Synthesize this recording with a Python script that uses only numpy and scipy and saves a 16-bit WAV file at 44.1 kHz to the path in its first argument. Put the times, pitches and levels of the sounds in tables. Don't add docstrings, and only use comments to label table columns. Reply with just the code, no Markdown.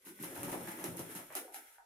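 import sys
import numpy as np
from scipy import signal
from scipy.fft import rfft, irfft
from scipy.io import wavfile

SR = 44100
rng = np.random.default_rng(int(sys.argv[2]) if len(sys.argv) > 2 else 0)


def wrap_up_sound(samples):
    columns = np.atleast_2d(samples).T
    tamed = np.clip(columns, -1, 1)
    steps = np.round(tamed * 32767).astype(np.int16)
    wavfile.write(sys.argv[1], SR, steps)


N = 81585

# f/Hz, level/dB
WALL_TONE = [(760, -41.5), (1300, 0.5), (1890, -2.5), (4140, -8.5), (4560, -13), (5340, -8), (6750, -7.5),
             (8200, -6.5), (10200, 0), (11600, -1.5), (15500, -11), (16000, -8), (16500, -54)]
# f/Hz, level/dB
HOLLOW_TONE = [(420, -7), (600, -9.5), (850, 2), (1120, -5.5), (1450, -6), (2000, -5), (2700, -14.5),
               (3600, -22.5)]
# f/Hz, level/dB, time to fade by 60 dB/s
FLOOR_NOTES = [(103.7, -3.5, 0.24), (116, 0, 0.16), (137.3, 2, 0.109), (168.7, 0.5, 0.16),
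               (209.8, 4, 0.058), (243.8, -2.5, 0.19), (297.8, 7.5, 0.079), (327.4, 6.5, 0.095),
               (369, 10.5, 0.07), (428, 7.5, 0.061), (505.7, 9, 0.048), (547.7, 6, 0.1), (616, 5, 0.07)]


def from_db(db):
    return 10 ** (np.asarray(db) / 20)


def rms_one(x):
    return x / np.sqrt(np.mean(x ** 2) + 1e-20)


def at_hz(points, hz):
    freqs, values = np.transpose(points)
    return np.interp(np.log(hz), np.log(freqs), values)


def keep_range(x, kind, hz, order=3):
    return signal.sosfilt(signal.butter(order, hz, kind, fs=SR, output="sos"), x)


def colour(x, tone):
    size = 4096
    (low, low_db), (high, high_db) = tone[0], tone[-1]
    table = [(low / 4, low_db - 40)] + list(tone) + [(high * 2, high_db - 30)]
    gains = from_db(at_hz(table, np.arange(size // 2 + 1) * SR / size + 1))
    cepstrum = irfft(np.log(gains))
    cepstrum[1:size // 2] *= 2
    cepstrum[size // 2 + 1:] = 0
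    response = irfft(np.exp(rfft(cepstrum)))
    response /= np.linalg.norm(response)
    return signal.fftconvolve(x, np.array(response, ndmin=x.ndim))[..., :x.shape[-1]]


def ring(clicks, hz, fade_s):
    decay, angle = from_db(-60 / (fade_s * SR)), 2 * np.pi * hz / SR
    return signal.lfilter([0, np.sin(angle)], [1, -2 * decay * np.cos(angle), decay ** 2], clicks + 1e-18)


def grains(per_s, spread_db):
    sizes = from_db(spread_db * np.minimum(rng.exponential(1, N), 4)) * rng.choice([-1, 1], N)
    return rms_one(sizes * (rng.random(N) < per_s / SR))


def place(start_s, sound):
    out, i = np.zeros(N + SR), int(start_s * SR)
    out[i:i + len(sound)] = sound
    return out[:N]


def stereo_noise(size, fade_times):
    # f/Hz, likeness (0 to 1)
    likeness = [(100, 0.83), (250, 0.86), (500, 0.8), (1000, 0.06), (2000, 0.013), (8000, .0)]
    out, t, edges = 0, np.arange(size) / SR, 25 * 2 ** np.arange(0, 9.6, .5)
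    white = rng.standard_normal((2, 2, size))
    for k, (low, high) in enumerate(zip(edges, edges[1:])):
        mid, side = keep_range(white[k % 2], "band", [low, high], order=2)
        hz = np.sqrt(low * high)
        alike = at_hz(likeness, hz)
        fade = from_db(-60 * t / at_hz(fade_times, hz))
        out += fade * (np.sqrt(1 + alike) * mid + np.sqrt(1 - alike) * side * [[1], [-1]])
    return out


def hush():
    # f/Hz, level/dB
    tone = [(25, -5), (55, 1.5), (110, -19), (220, -23), (330, -11), (550, 2), (800, -15),
            (2000, -10), (5500, -10.5), (9500, -9), (16000, -26)]
    steady = stereo_noise(N + SR // 4, fade_times=[(1, 1e9)])
    return from_db(-75.5) * rms_one(colour(steady, tone)[:, -N:])


def room(x, tail_db, build_s=0.0026):
    # f/Hz, time to fade by 60 dB/s
    fade_times = [(100, 0.19), (300, 0.26), (1000, 0.26), (3000, 0.23), (8000, 0.25), (14000, 0.27)]
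    t = np.arange(SR // 2) / SR
    tail = stereo_noise(len(t), fade_times) * (1 - np.exp(-t / build_s)) ** 2
    tail *= from_db(tail_db) / np.sqrt(np.sum(tail ** 2) / 2)
    return signal.fftconvolve(np.atleast_2d(x).mean(0)[None], tail)[:, :N]


def floor_ring(pushes, strengths):
    return sum((-1) ** k * from_db(db) * ring(pushes * strengths[k], hz, fade_s)
               for k, (hz, db, fade_s) in enumerate(FLOOR_NOTES))


def scratches(per_s=250, cycles=49):
    pitches_hz = np.geomspace(9700, 14200, num=8)
    rings = np.array([ring(grains(per_s / 8, spread_db=2.2), hz, cycles / hz) for hz in pitches_hz])
    ear_gains = rng.uniform(.3, 1, (2, 8))
    return rms_one(ear_gains @ rings)


def shuffle():
    # t/s, treble level/dB, middle level/dB, bass level/dB
    drag_levels = [(0.0, -64, -81, -65), (0.118, -64.5, -84, -66), (0.164, -54.5, -80, -63),
                   (0.242, -46, -61, -50), (0.308, -50, -48.5, -49), (0.396, -48, -44.5, -43.5),
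                   (0.55, -46.5, -47, -40), (0.72, -49, -42, -53.5), (0.896, -49.5, -48.5, -44.5),
                   (1.034, -50.5, -51.5, -53), (1.173, -49.5, -49, -56), (1.386, -59, -72, -67),
                   (1.484, -55, -62, -80), (1.618, -56.5, -56, -83), (1.726, -62, -64.5, -107),
                   (1.85, -88, -88, -92)]
    trims_db, tails_db = (-2.5, -11, -6.5), (16.5, 12, 4.5)
    times, *levels = np.transpose(drag_levels)
    treble, middle, bass = (from_db(np.interp(np.arange(N) / SR, times, db) + trim - tail)
                            for db, trim, tail in zip(levels, trims_db, tails_db))
    crinkle = treble * colour(np.array([grains(per_s=1100, spread_db=6) for _ in "LR"]), WALL_TONE)
    scuff = middle * colour(grains(per_s=500, spread_db=3), HOLLOW_TONE)
    rumble = bass * rms_one(floor_ring(grains(per_s=500, spread_db=1.5), np.ones(len(FLOOR_NOTES))))
    claws = treble * from_db(tails_db[0] - 11.5) * scratches()
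    return claws + sum(x + room(x, db) for x, db in zip((crinkle, scuff, rumble), tails_db))


def thuds(push_s=0.0029, lead_s=0.01216, width_octaves=0.65, trim_db=-5.5):
    # t/s, level/dB, pitch/octaves above 100 Hz
    landings = [(0.067, -43, 1.57), (0.091, -43.5, 1.5), (0.192, -35.5, 1.13), (0.214, -38.5, 1.67),
                (.25, -42, 1.5), (0.314, -41, 2.22), (.37, -41.5, 1.4), (0.374, -42, 0.56),
                (0.411, -58, 0.41), (.43, -38, 1.16), (0.453, -40, 0.51), (0.477, -39, 2),
                (0.519, -31.5, 1.5), (0.535, -43.5, 0.93), (0.548, -36.5, 0.99), (0.569, -48, 1.8),
                (.61, -36.5, 1), (.676, -35.5, 1.47), (0.731, -41, 1.33), (0.769, -40.5, 2.26),
                (0.808, -37.5, 1.33), (0.839, -33.5, 1.94), (0.868, -36, 0.71), (0.901, -41, 0.14),
                (0.948, -39.5, 1.4), (0.986, -35.5, 1.91), (0.993, -39, 0.49), (1.049, -43.5, 1.8),
                (1.089, -44, 2), (1.148, -37.5, 1.09), (1.191, -49.5, 1.75), (1.358, -41, 2.15),
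                (1.409, -44.5, 2.6), (1.44, -42, 2.92), (1.46, -72, 2), (1.492, -55, 2.3),
                (1.564, -53.5, 2.14)]
    spots = np.zeros((4, N))
    push = np.pad(np.hanning(int(push_s * SR) + 3), (0, 10000))
    octaves = np.log2(np.array(FLOOR_NOTES)[:, 0] / 100)
    for k, (s, db, pitch) in enumerate(landings):
        scatter = from_db(rng.normal(0, 2.03, len(FLOOR_NOTES)))
        nearness = np.exp(-.5 * ((octaves - pitch) / width_octaves) ** 2)
        thud = floor_ring(push, scatter * nearness)
        thud = keep_range(thud, "band", [100 * 2 ** (pitch - .9), 100 * 2 ** (pitch + .84)])
        start_s = s - lead_s / 2 ** pitch
        spots[k % 4] += from_db(db + trim_db) * place(start_s, thud / np.abs(thud).max())
    return sum(x + room(x, tail_db=1) for x in spots)


def knocks(cycles=6.93, upper_ratio=1.757, trim_db=-2.5):
    # t/s, level/dB, f/Hz, upper note/dB, tick/dB (the last two relative to the level)
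    hits = [(0.045, -58.5, 2290, -24, 14), (0.071, -55.5, 1560, -12, 21), (0.19, -45.5, 1770, -10, 10),
            (0.237, -40, 560, -17, 14.5), (0.309, -43, 640, -15, -12), (0.329, -41, 626, -27, -8),
            (0.363, -38, 880, -8, 10.5), (0.379, -50, 555, 7, 5), (0.432, -43, 1270, 4, 19.5),
            (0.482, -31.5, 894, -14, 2), (0.52, -47.5, 696, -19, 24), (0.531, -32, 575, -1.5, 8.5),
            (0.538, -34.5, 660, -13, -1), (0.544, -36, 830, -19, -7), (0.604, -37, 535, -2, -3),
            (0.676, -39.5, 1770, -19, 17.5), (0.789, -38.5, 677, -8, 11), (0.84, -32, 650, -19, 10),
            (0.945, -41, 900, -20, -10), (0.992, -36.5, 590, -3.5, 3), (1.093, -45.5, 610, -29, 12),
            (1.152, -40, 900, -10, 5), (1.189, -41, 637, -2, -8), (1.304, -39, 660, -38, 11.5),
            (1.317, -49, 686, -11, 18.5), (1.335, -36.5, 2120, -21, -10), (1.352, -31, 738, -5.5, -6),
            (1.375, -44, 780, -6, -15), (1.479, -40.5, 830, -10, 0), (1.544, -39.5, 870, -16, 12),
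            (1.647, -57, 770, -5, 7), (1.757, -52, 1490, -10, 1), (1.783, -45, 903, -4.5, 0)]
    notes, ticks = np.zeros((2, 3, N))
    click = signal.unit_impulse(6000)
    for k, (s, db, hz, upper_db, tick_db) in enumerate(hits):
        lower, upper = (keep_range(ring(click, f, cycles / f), "band", [f * 0.74, f * 1.51])
                        for f in (hz, hz * upper_ratio))
        notes[k % 3] += from_db(db) * place(s, lower + from_db(upper_db) * upper)
        ticks[k % 3] += place(s, [from_db(db + tick_db)])
    spots = from_db(trim_db) * (notes + colour(ticks, HOLLOW_TONE))
    return sum(x + room(x, tail_db=5.5) for x in spots)


def snaps(rise_s=0.00077, bounce_s=0.004, bounce_db=-7, trim_db=-1):
    # t/s, level/dB, room tail relative to the crack/dB, lowest f/Hz, length/s
    wall_snaps = [(0.0493, -49.5, 4.5, 8300, 0.0047), (0.0713, -47, 5, 4860, 0.0026),
                  (0.16, -58, -9, 6000, .002), (0.199, -47, 3.5, 6000, 0.0024),
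                  (0.226, -32, -1.5, 8600, 0.0023), (0.242, -37, -12, 6500, 0.0026),
                  (0.3446, -45, 9, 5000, 0.0011), (0.375, -41.5, -3, 5000, .003),
                  (0.4312, -29.5, -4.5, 6000, 0.0021), (0.4827, -45, 8, 5000, 0.0029),
                  (0.517, -36.5, 1, 6000, 0.0034), (0.672, -41.5, 4, 3950, 0.0032),
                  (0.716, -38, -8, 6000, 0.0028), (0.787, -47, 6.5, 5000, .003),
                  (0.8402, -29, -4, 4460, 0.0029), (0.9695, -34, -4, 8000, 0.0027),
                  (0.9922, -36.5, -3, 5000, 0.0038), (1.1027, -49.5, 6.5, 5000, 0.0028),
                  (1.15, -41, 3, 7000, 0.0055), (1.3236, -44.5, -1.5, 5900, 0.0033),
                  (1.3515, -27.5, -2.5, 4440, 0.0025), (1.355, -30.5, -2, 7500, 0.0019),
                  (1.523, -53, 3.5, 7140, 0.0033), (1.5383, -45.5, 2, 5100, .003),
                  (1.5436, -34.5, -2.5, 4000, 0.0021), (1.568, -50, -12, 8000, 0.0009),
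                  (1.726, -57, 3.5, 4940, 0.0029)]
    t, cracks, room_clicks = np.arange(1000) / SR, 0, 0
    for s, db, tail_db, low_hz, length_s in wall_snaps:
        noise = np.sign(rng.standard_normal((2, len(t))))
        outline = np.minimum(t / rise_s, 1) * np.exp(-(t / length_s) ** 1.74)
        crack = keep_range(from_db(db + trim_db) * outline * noise, "high", low_hz, order=2)
        cracks += np.array([place(s, ear) + from_db(bounce_db) * place(s + bounce_s, ear)
                            for ear in crack])
        room_clicks += place(s, [from_db(db + trim_db + tail_db) * np.sqrt(length_s * SR)])
    return colour(cracks + room(room_clicks, tail_db=0, build_s=0.0055), WALL_TONE)


def tube_air(x, fade_s=0.049):
    # start/s, end/s, f/Hz, width/Hz, gain/dB
    peaks_and_dips = [(0, .23, 710, 149, -7), (0, .23, 1043, 59.6, 8.5), (0, .23, 1316, 202, -29),
                      (0, .23, 1494, 80.5, 7), (0, .23, 1700, 120, -16), (0, .3, 2040, 80, 4),
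                      (1.44, 1.9, 770, 39.4, 5.5), (1.698, 1.9, 927, 35, 8.5), (1.504, 1.9, 1080, 250, -17),
                      (1.61, 1.9, 1480, 117.5, 5.5), (1.536, 1.7, 2160, 78, 4)]
    t = np.arange(N) / SR
    for start, end, hz, width_hz, gain_db in peaks_and_dips:
        decay = np.exp(-np.pi * width_hz / SR)
        feedback = [1, -2 * decay * np.cos(2 * np.pi * hz / SR), decay ** 2]
        narrow_band = signal.lfilter(np.array([1, 0, -1]) * (1 - decay ** 2) / 2, feedback, x)
        share = np.clip(np.minimum(t - start, end - t) / fade_s + 1, 0, 1)
        x = x + share * (from_db(gain_db) - 1) * narrow_band
    return x


def scene():
    background = hush()
    ferret = tube_air(snaps() + knocks() + thuds() + shuffle())
    ferret *= from_db([[.35], [-.35]])
    upper = keep_range(ferret, "high", hz=67, order=4)
    deep = keep_range(ferret, "low", hz=60, order=2)
    return background + upper + from_db(-1.5) * deep


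def record(dry, cutoff_hz=16700):
    return signal.sosfilt(signal.cheby2(12, 70, cutoff_hz, fs=SR, output="sos"), dry)


dry = scene()
out = record(dry)
wrap_up_sound(out)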